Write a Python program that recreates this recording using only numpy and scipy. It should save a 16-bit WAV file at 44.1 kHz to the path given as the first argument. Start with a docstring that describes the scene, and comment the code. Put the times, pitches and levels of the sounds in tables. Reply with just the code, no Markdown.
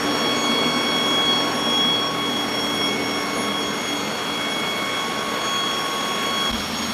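"""Diesel fire pump outdoors

A six-cylinder diesel drives a fire pump at steady high throttle. The listener, with one microphone, turns from
the pump panel towards the tail of the truck and its water jet; then a cut to a place up on the deck. A 41-tooth
gear whines in sine harmonics that swell and fade. Sines locked to the crank make the firing hum, gears and
impeller; filtered noise makes the ringing pipe and bodywork, engine roar, spray hiss and a buffet of air; clicks
make a tick."""
import sys
import numpy as np
from scipy import signal
from scipy.io import wavfile

SR = 44100
rng = np.random.default_rng(int(sys.argv[2]) if len(sys.argv) > 2 else 0)


def attenuation_scalar(level_db):
    """Turn a level in dB into a linear amplitude multiplier (20 dB per decade)."""
    decades = np.asarray(level_db, float) / 20
    return 10 ** decades


def master(y):
    """Save y as 16-bit WAV."""
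    cut = np.clip(np.atleast_2d(y).T, -1, 1)
    pcm = np.round(cut * 32767)  # scale
    wavfile.write(sys.argv[1], SR, pcm.astype(np.int16))


N = 305613  # samples
TIME = np.arange(N) / SR  # seconds


def rms_one(x):
    """Scale to unit rms."""
    return x / np.sqrt(np.mean(x ** 2) + 1e-20)


def in_time(*tables):
    """Draw curves through rows of (s, values), one value a sample for each column."""
    s, *columns = np.transpose(np.vstack(tables))
    return [np.interp(TIME, s, column) for column in columns]


# Where the microphone is: times in seconds at the panel, flank, tail, last moment at the tail, first on the deck.
PLACES_S = (1.0, 3.0, 5.0, 6.495, 6.505)


def by_place(panel, flank, tail, deck):
    """A value that glides between standpoints on the ground and switches at the cut to the deck."""
    return np.interp(TIME, PLACES_S, [panel, flank, tail, tail, deck])


def at_hz(points, hz):
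    """Read a spectrum on a log-frequency axis."""
    points_hz, points_db = np.transpose(points)
    return np.interp(np.log(hz), np.log(points_hz), points_db)


def drift(corner_hz):
    """Slow chance of unit rms: coarse noise through two equal one-pole low-passes."""
    step = 40  # samples between coarse values
    r = np.exp(-2 * np.pi * corner_hz * step / SR)
    noise = rng.standard_normal(N // step + 2002)
    slow = signal.lfilter([1], [1, -2 * r, r * r], noise)[2000:]  # the filter has settled
    return np.interp(np.arange(N) / step, np.arange(len(slow)), rms_one(slow))


def band(x, low_hz, high_hz):
    """Butterworth band-pass."""
    return signal.sosfilt(signal.butter(2, [low_hz, high_hz], "band", fs=SR, output="sos"), x)


def tone(cycles, level_db):
    """A sine of the given rms level, from a random phase."""
    return np.sqrt(2) * attenuation_scalar(level_db) * np.sin(2 * np.pi * (cycles + rng.random()))


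def swells(rows, rest_db):
    """Level in dB: half-cosine lobes add in power over a wavering rest; none crosses the cut."""
    s = np.arange(0, N, 40) / SR
    waver_db = 3.0 * drift(14)
    power = attenuation_scalar(2 * (rest_db + waver_db))[::40]
    for peak, length, db in rows:
        lobe = np.cos(np.pi * np.clip((s - peak) / length, -.5, .5)) ** 2
        same_side = (s < PLACES_S[-1]) == (peak < PLACES_S[-2])
        power = power + attenuation_scalar(2 * db) * lobe * same_side
    return np.interp(TIME, s, 10 * np.log10(power))


# Crank speed. Each row: time in seconds, speed in turns per minute.
CRANK_SPEED = [(0, 1619.7), (1, 1619), (1.45, 1617.7), (1.95, 1620.5), (2.3, 1617), (3.1, 1614.3),
               (3.8, 1613.3), (4.2, 1616), (5.3, 1617), (5.8, 1615.3), (6.495, 1617), (6.505, 1612.8),
               (6.93, 1612.3)]


def crank():
    """Turns of the crank so far, the sum of its speed."""
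    (rpm,) = in_time(CRANK_SPEED)
    return np.cumsum(rpm / 60) / SR


# Gear harmonics swell as the moving listener crosses their direct and reflected waves. One list per harmonic,
# each row: peak in seconds, length in seconds, level in dB added in power to the rest.
WHINE_SWELLS = [
    [(0.13, 0.23, -30.0), (0.29, 0.23, -24.7), (0.56, 0.43, -24), (1.05, 0.93, -25), (1.28, 0.5, -21.8),
     (1.84, 0.63, -20.6), (2.29, 0.36, -29), (2.41, 0.13, -28.8), (2.7, 0.57, -27.7), (2.86, 0.2, -24.5),
     (3.11, 0.2, -36.0), (3.58, 0.41, -31), (3.62, 0.85, -37.5), (3.93, 0.22, -29.9), (4.57, 1.28, -29.7),
     (4.99, 0.15, -30), (5.29, 0.25, -42), (5.62, 0.6, -27.5), (6.45, 0.31, -26), (6.49, 1.73, -29.5),
     (6.57, 0.28, -34)],
    [(0.1, 0.79, -35), (0.87, 0.9, -37), (1.41, 0.18, -33), (1.69, 0.63, -34.1), (2.05, 0.15, -33.5),
     (2.59, 0.34, -34), (2.82, 0.18, -33), (2.99, 3.8, -44), (3.11, 0.42, -36.5), (3.45, 0.15, -39),
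     (3.9, 0.11, -50), (4.53, 0.12, -45), (5.08, 0.82, -45.5), (5.19, 0.1, -41.0), (5.8, 0.26, -38.5),
     (6.49, 1.7, -40.7), (6.78, 0.84, -38.5)],
    [(0.11, 0.44, -33), (0.41, 0.31, -33), (1.29, 4.1, -33.5), (2.12, 0.47, -32), (3.37, 0.83, -33.0),
     (5.07, 0.37, -35.2), (5.53, 0.23, -30.5), (6.24, 4.14, -30)],
    [(0.78, 1.8, -32), (1.87, 0.34, -37.5), (2.23, 0.24, -35.6), (2.51, 0.21, -36), (2.99, 0.74, -32),
     (3.39, 0.54, -35.3), (3.86, 0.5, -39), (4.73, 1.12, -32), (5.39, 0.48, -40.8), (6.41, 1.05, -37.4),
     (6.5, 1.6, -42.5)],
    [(0.53, 1.3, -34.5), (1.37, 0.37, -36.5), (1.99, 0.21, -38.7), (2.33, 1.7, -46), (3.38, 0.39, -45),
     (4.08, 0.22, -42), (4.16, 0.9, -42), (4.74, 0.48, -43.5), (5.54, 0.64, -40), (6.37, 0.38, -39.5)],
    [(0.17, 0.16, -40.1), (0.41, 0.17, -34), (1.1, 0.33, -42), (1.1, 1.8, -44), (1.75, 0.18, -42),
     (2.72, 0.22, -45), (3.29, 4.0, -49), (3.4, 0.18, -41), (3.87, 0.71, -38.5), (4.56, 0.16, -44),
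     (5.02, 0.2, -44), (5.52, 0.3, -38), (6.07, 0.29, -39.2), (6.49, 3.6, -42.5), (6.64, 0.15, -44),
     (6.83, 0.21, -34.7)],
    [(0.29, 1.12, -60), (1.01, 0.28, -52), (1.66, 0.39, -47), (2.82, 0.27, -45.0), (3.25, 2.61, -51.4),
     (3.39, 0.15, -39), (3.87, 0.15, -47), (4.54, 0.16, -42.5), (4.91, 0.55, -52.8), (5.84, 0.15, -52),
     (6.15, 1.6, -54)],
]
# Which harmonic of the tooth mesh each list belongs to.
WHINE_HARMONICS = (3, 5, 1, 2, 4, 6, 9)
# Level about which each harmonic wavers between swells. Each row: dB on the ground, dB on the deck.
WHINE_REST = [(-39.5, -52), (-52, -46), (-44.5, -49), (-50, -47), (-50.5, -46.5), (-49.5, -51),
              (-55.5, -56)]


def gear(turns):
    """Run-out of the wheel wobbles the mesh of 41 teeth once a turn; higher harmonics flutter more."""
    runout = 0.0043 * np.sin(2 * np.pi * turns)
    mesh = 41 * turns + runout + 0.013 * drift(5.8) + 0.0063 * drift(43)  # cycles
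    throb = 1 + 0.017 * np.cos(2 * np.pi * turns)
    whine = 0
    for k, rows, (ground, deck) in zip(WHINE_HARMONICS, WHINE_SWELLS, WHINE_REST):
        level_db = swells(rows, by_place(ground, ground, ground, deck))
        flutter_db = k * (0.33 * drift(36) + 0.17 * drift(5.4))
        whine = whine + tone(k * mesh, level_db + flutter_db)
    return throb * whine


# Steady tones in cycles per crank turn: firing orders, then gears and the turbocharger.
ORDERS_PER_TURN = (3, 4.5, 6, 7.5, 9, 17.27, 22.22, 43.9, 48.1, 54, 57, 79, 84, 119, 121, 124, 125, 127,
                   130.3, 203, 207, 221, 287, 328, 338, 410, 451)
# Level about which each tone wavers. Each row: dB rms at the panel, flank, tail, deck.
ORDER_LEVELS = [(-54, -53, -58, -44.5), (-47, -46, -51, -56), (-41, -45.5, -46.5, -49),
                (-51, -46, -56, -42), (-37, -46.5, -57, -41.5), (-38, -45, -45.5, -66),
                (-45, -50, -48, -60), (-64, -47, -47, -43), (-71, -62, -57, -59), (-69, -62, -45, -61),
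                (-41, -46.5, -43.5, -60), (-50, -41.5, -43, -53), (-47, -66, -50, -59),
                (-52, -52, -49, -52), (-75, -44, -63, -63), (-44.5, -45, -44, -56), (-57, -63, -56, -45.5),
                (-50, -52, -48, -53), (-58, -51, -62, -56), (-60, -53.5, -48.5, -64), (-44, -48, -56, -67),
                (-57, -55, -69, -69), (-54, -62, -58, -70), (-52.5, -67, -66, -69), (-60, -70, -55, -62),
                (-61.5, -68, -70, -74), (-66, -71, -73, -72)]


def orders(turns):
    """Tones locked to the crank, each wavering in level; the high ones blur in pitch."""
    total = 0
    for per_turn, places_db in zip(ORDERS_PER_TURN, ORDER_LEVELS):
        cycles = per_turn * (turns + 0.00091 * drift(29))
        total = total + tone(cycles, by_place(*places_db) + 2.26 * drift(6.9))
    return total


# Swells of the impeller blade tone. Each row: peak in seconds, length in seconds, level in dB added in power.
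IMPELLER_SWELLS = [(0.07, 0.17, -28.5), (0.68, 4.0, -32.5), (2.89, 2.9, -32.5), (3.95, 0.26, -33.9),
                   (4.42, 0.47, -35.5), (4.85, 0.13, -36.3), (5.25, 1.45, -43), (6.85, 0.13, -35)]


def impeller(turns):
    """Blades passing the casing tongue, geared up from the crank: 10.77 a crank turn."""
    level_db = swells(IMPELLER_SWELLS, rest_db=-47.5)
    return tone(10.77 * turns + 0.017 * drift(12), level_db + 0.86 * drift(6.8))


# Resonances of exhaust pipe and bodywork. Each row: centre in Hz, width in Hz, level in dB at the panel, flank,
# tail and deck, the last before the surges.
RESONANCES = [(201.7, 30, -45.5, -38.5, -45, -47.5), (216.2, 18.7, -75, -45, -40.5, -35.5),
              (241.9, 39, -32, -38, -44, -36.5), (393, 67, -41, -36.5, -47, -52),
              (449.7, 59, -60, -36, -47, -52), (3283, 270, -56, -58, -50, -36)]
# On the deck the boom sinks between surges. 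Each row: peak in seconds, length in seconds, gain in dB added in power.
DECK_SURGES = [(6.56, 0.042, 1), (6.755, 0.077, 2), (6.84, 0.075, 2.5)]


def boom():
    """Turbulence ringing in the pipe and the panels, between steep edges."""
    ringing = 0
    for hz, width, *places_db in RESONANCES:
        low, high = hz - width / 2, hz + width / 2
        noise = band(rng.standard_normal(N), low, high)
        noise = band(noise, low, high)  # twice for steepness
        ringing = ringing + attenuation_scalar(by_place(*places_db)) * rms_one(noise)
    surge_db = swells(DECK_SURGES, rest_db=-6)
    return ringing * attenuation_scalar(np.where(TIME < PLACES_S[-1], 0, surge_db))


# Colour of the roar at the panel. Each row: frequency in Hz, density in dB, read against its value at 600 Hz.
ROAR_PANEL = [(30, -51), (60, -20.5), (130, -18), (280, -5.5), (450, -4), (820, -6), (1210, -7.5),
              (1900, -14.5), (2240, -12.5), (2800, -17.5), (3900, -21), (5500, -23.5), (7000, -29),
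              (9100, -57)]
# The same at the tail. Each row: frequency in Hz, density in dB, read against its value at 600 Hz.
ROAR_TAIL = [(30, -57), (60, -22.5), (130, -17.5), (218, -8), (450, -7), (960, -8), (1400, -8.5),
             (1910, -14.5), (2200, -13), (2800, -16), (3900, -20), (5500, -24), (7000, -24.5), (9100, -52)]
# The same up on the deck. Each row: frequency in Hz, density in dB, read against its value at 600 Hz.
ROAR_DECK = [(30, -30), (80, -22), (129, -7), (218, -6), (474, -7), (1150, -5.5), (1910, -12.5),
             (2600, -12.5), (3700, -12.5), (5200, -17), (7000, -24), (9100, -52)]


def roar(level_db, turns):
    """Third-octave noise bands; the colour follows the standpoint, cylinders of unequal strength pulse it."""
    white = rng.standard_normal((2, N))  # neighbouring bands take different noise
    edges = 28 * 2 ** np.arange(0, 8.1, 1 / 3)  # Hz
    total = 0
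    for k, (low, high) in enumerate(zip(edges, edges[1:])):
        centre = np.sqrt(low * high)
        panel, tail, deck = (at_hz(s, centre) - at_hz(s, 600) for s in (ROAR_PANEL, ROAR_TAIL, ROAR_DECK))
        colour_db = by_place(panel, (panel + tail) / 2, tail, deck)
        total = total + attenuation_scalar(colour_db + 0.91 * drift(6.6)) * band(white[k % 2], low, high)
    # 1, 1.5 and 2 beats a crank turn
    beat = .06 * sum(np.cos(2 * np.pi * per_turn * turns) for per_turn in (1, 1.5, 2))
    return attenuation_scalar(level_db + 15) * (1 + beat) * total


# Colour of the hiss. Each row: frequency in Hz, relative gain in dB.
HISS_COLOUR = [(5500, -8), (6550, -18.5), (8170, -10.5), (9200, -7), (10000, -8.5), (11000, -14.5),
               (11600, -19), (12300, -16), (12700, -6.5), (13100, -6), (13700, -19), (14300, -3)]


def hiss(level_db, turns):
    """Spray and cooling air: bright noise, each band in patches of its own, pulsing once a crank turn."""
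    white = rng.standard_normal((2, N))  # neighbouring bands take different noise
    edges = 6300 * 2 ** np.arange(0, 1.25, 1 / 14)  # Hz
    together_db = 0.53 * drift(5.5)
    total = 0
    for k, (low, high) in enumerate(zip(edges, edges[1:])):
        colour_db = at_hz(HISS_COLOUR, np.sqrt(low * high)) + together_db + 1.1 * drift(14)
        total = total + attenuation_scalar(colour_db) * band(white[k % 2], low, high)
    pulse = 1 + .07 * np.cos(2 * np.pi * turns)
    return attenuation_scalar(level_db + 1) * pulse * rms_one(total)


# Broad noise at the microphone as the listener turns away and moves, then on the deck. Each row: time in seconds,
# relative level of the engine roar in dB, relative level of the spray and fan hiss in dB.
WASH_LEVELS = [(0.0, -26, -44), (1.63, -27.8, -45), (2.2, -30.5, -46), (2.6, -29.5, -43),
               (3.67, -30.5, -45.5), (5.4, -31, -44.5), (6.5, -30, -42.5), (6.505, -32.5, -43),
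               (6.93, -33, -41.5)]


def wash(turns):
    """Engine roar and spray hiss, each following its own level curve."""
    roar_db, hiss_db = in_time(WASH_LEVELS)
    return roar(roar_db, turns) + hiss(hiss_db, turns)


def tick():
    """A faint low tick recurs: evenly spaced clicks of random size and sign, band-passed."""
    first_s, every_s = .008, .4797
    at = (np.arange(first_s, N / SR, every_s) * SR).astype(int)
    clicks = np.full(N, 1e-18)
    clicks[at] = attenuation_scalar(rng.normal(0, 2.5, len(at))) * rng.choice([-1, 1], len(at))
    return attenuation_scalar(-66) * rms_one(band(clicks, 18, 110))


# Buffet of air on the microphone at the cut to the deck. Each row: time in seconds, level in dB.
AIR_BUFFET = [(6.49, -50), (6.515, -29), (6.68, -60)]


def buffet():
    """Lumpy low noise, practically silent outside its moment."""
    before = [(AIR_BUFFET[0][0] - .005, -100)]
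    after = [(AIR_BUFFET[-1][0] + .03, -100)]
    (level_db,) = in_time(before, AIR_BUFFET, after)
    return attenuation_scalar(level_db) * rms_one(band(rng.standard_normal(N), 22, 95))


# The level dips briefly at the cut to the deck. Each row: time in seconds, gain in dB.
CUT_DIP = [(6.515, 0), (6.521, -9), (6.523, -9), (6.529, 0)]


def cut_dip():
    """Gain of the brief dip in level at the cut."""
    (gain_db,) = in_time(CUT_DIP)
    return attenuation_scalar(gain_db)


def scene():
    """All sources as the one microphone meets them; the dip spares the buffet and the tick."""
    turns = crank()
    machine = gear(turns) + orders(turns) + impeller(turns) + boom()
    mix = (machine + wash(turns)) * cut_dip() + tick() + buffet()
    return mix[None]  # one channel


def roll_off(x):
    """The treble ends steeply here."""
    return signal.sosfilt(signal.butter(12, 15060, fs=SR, output="sos"), x)


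def record(dry):
    """A steep elliptic low-pass takes off the top above 13780 Hz."""
    low_passed = signal.sosfilt(signal.ellip(10, .5, 50, 13780, fs=SR, output="sos"), dry)
    return roll_off(low_passed)


dry = scene()
out = record(dry)
master(out)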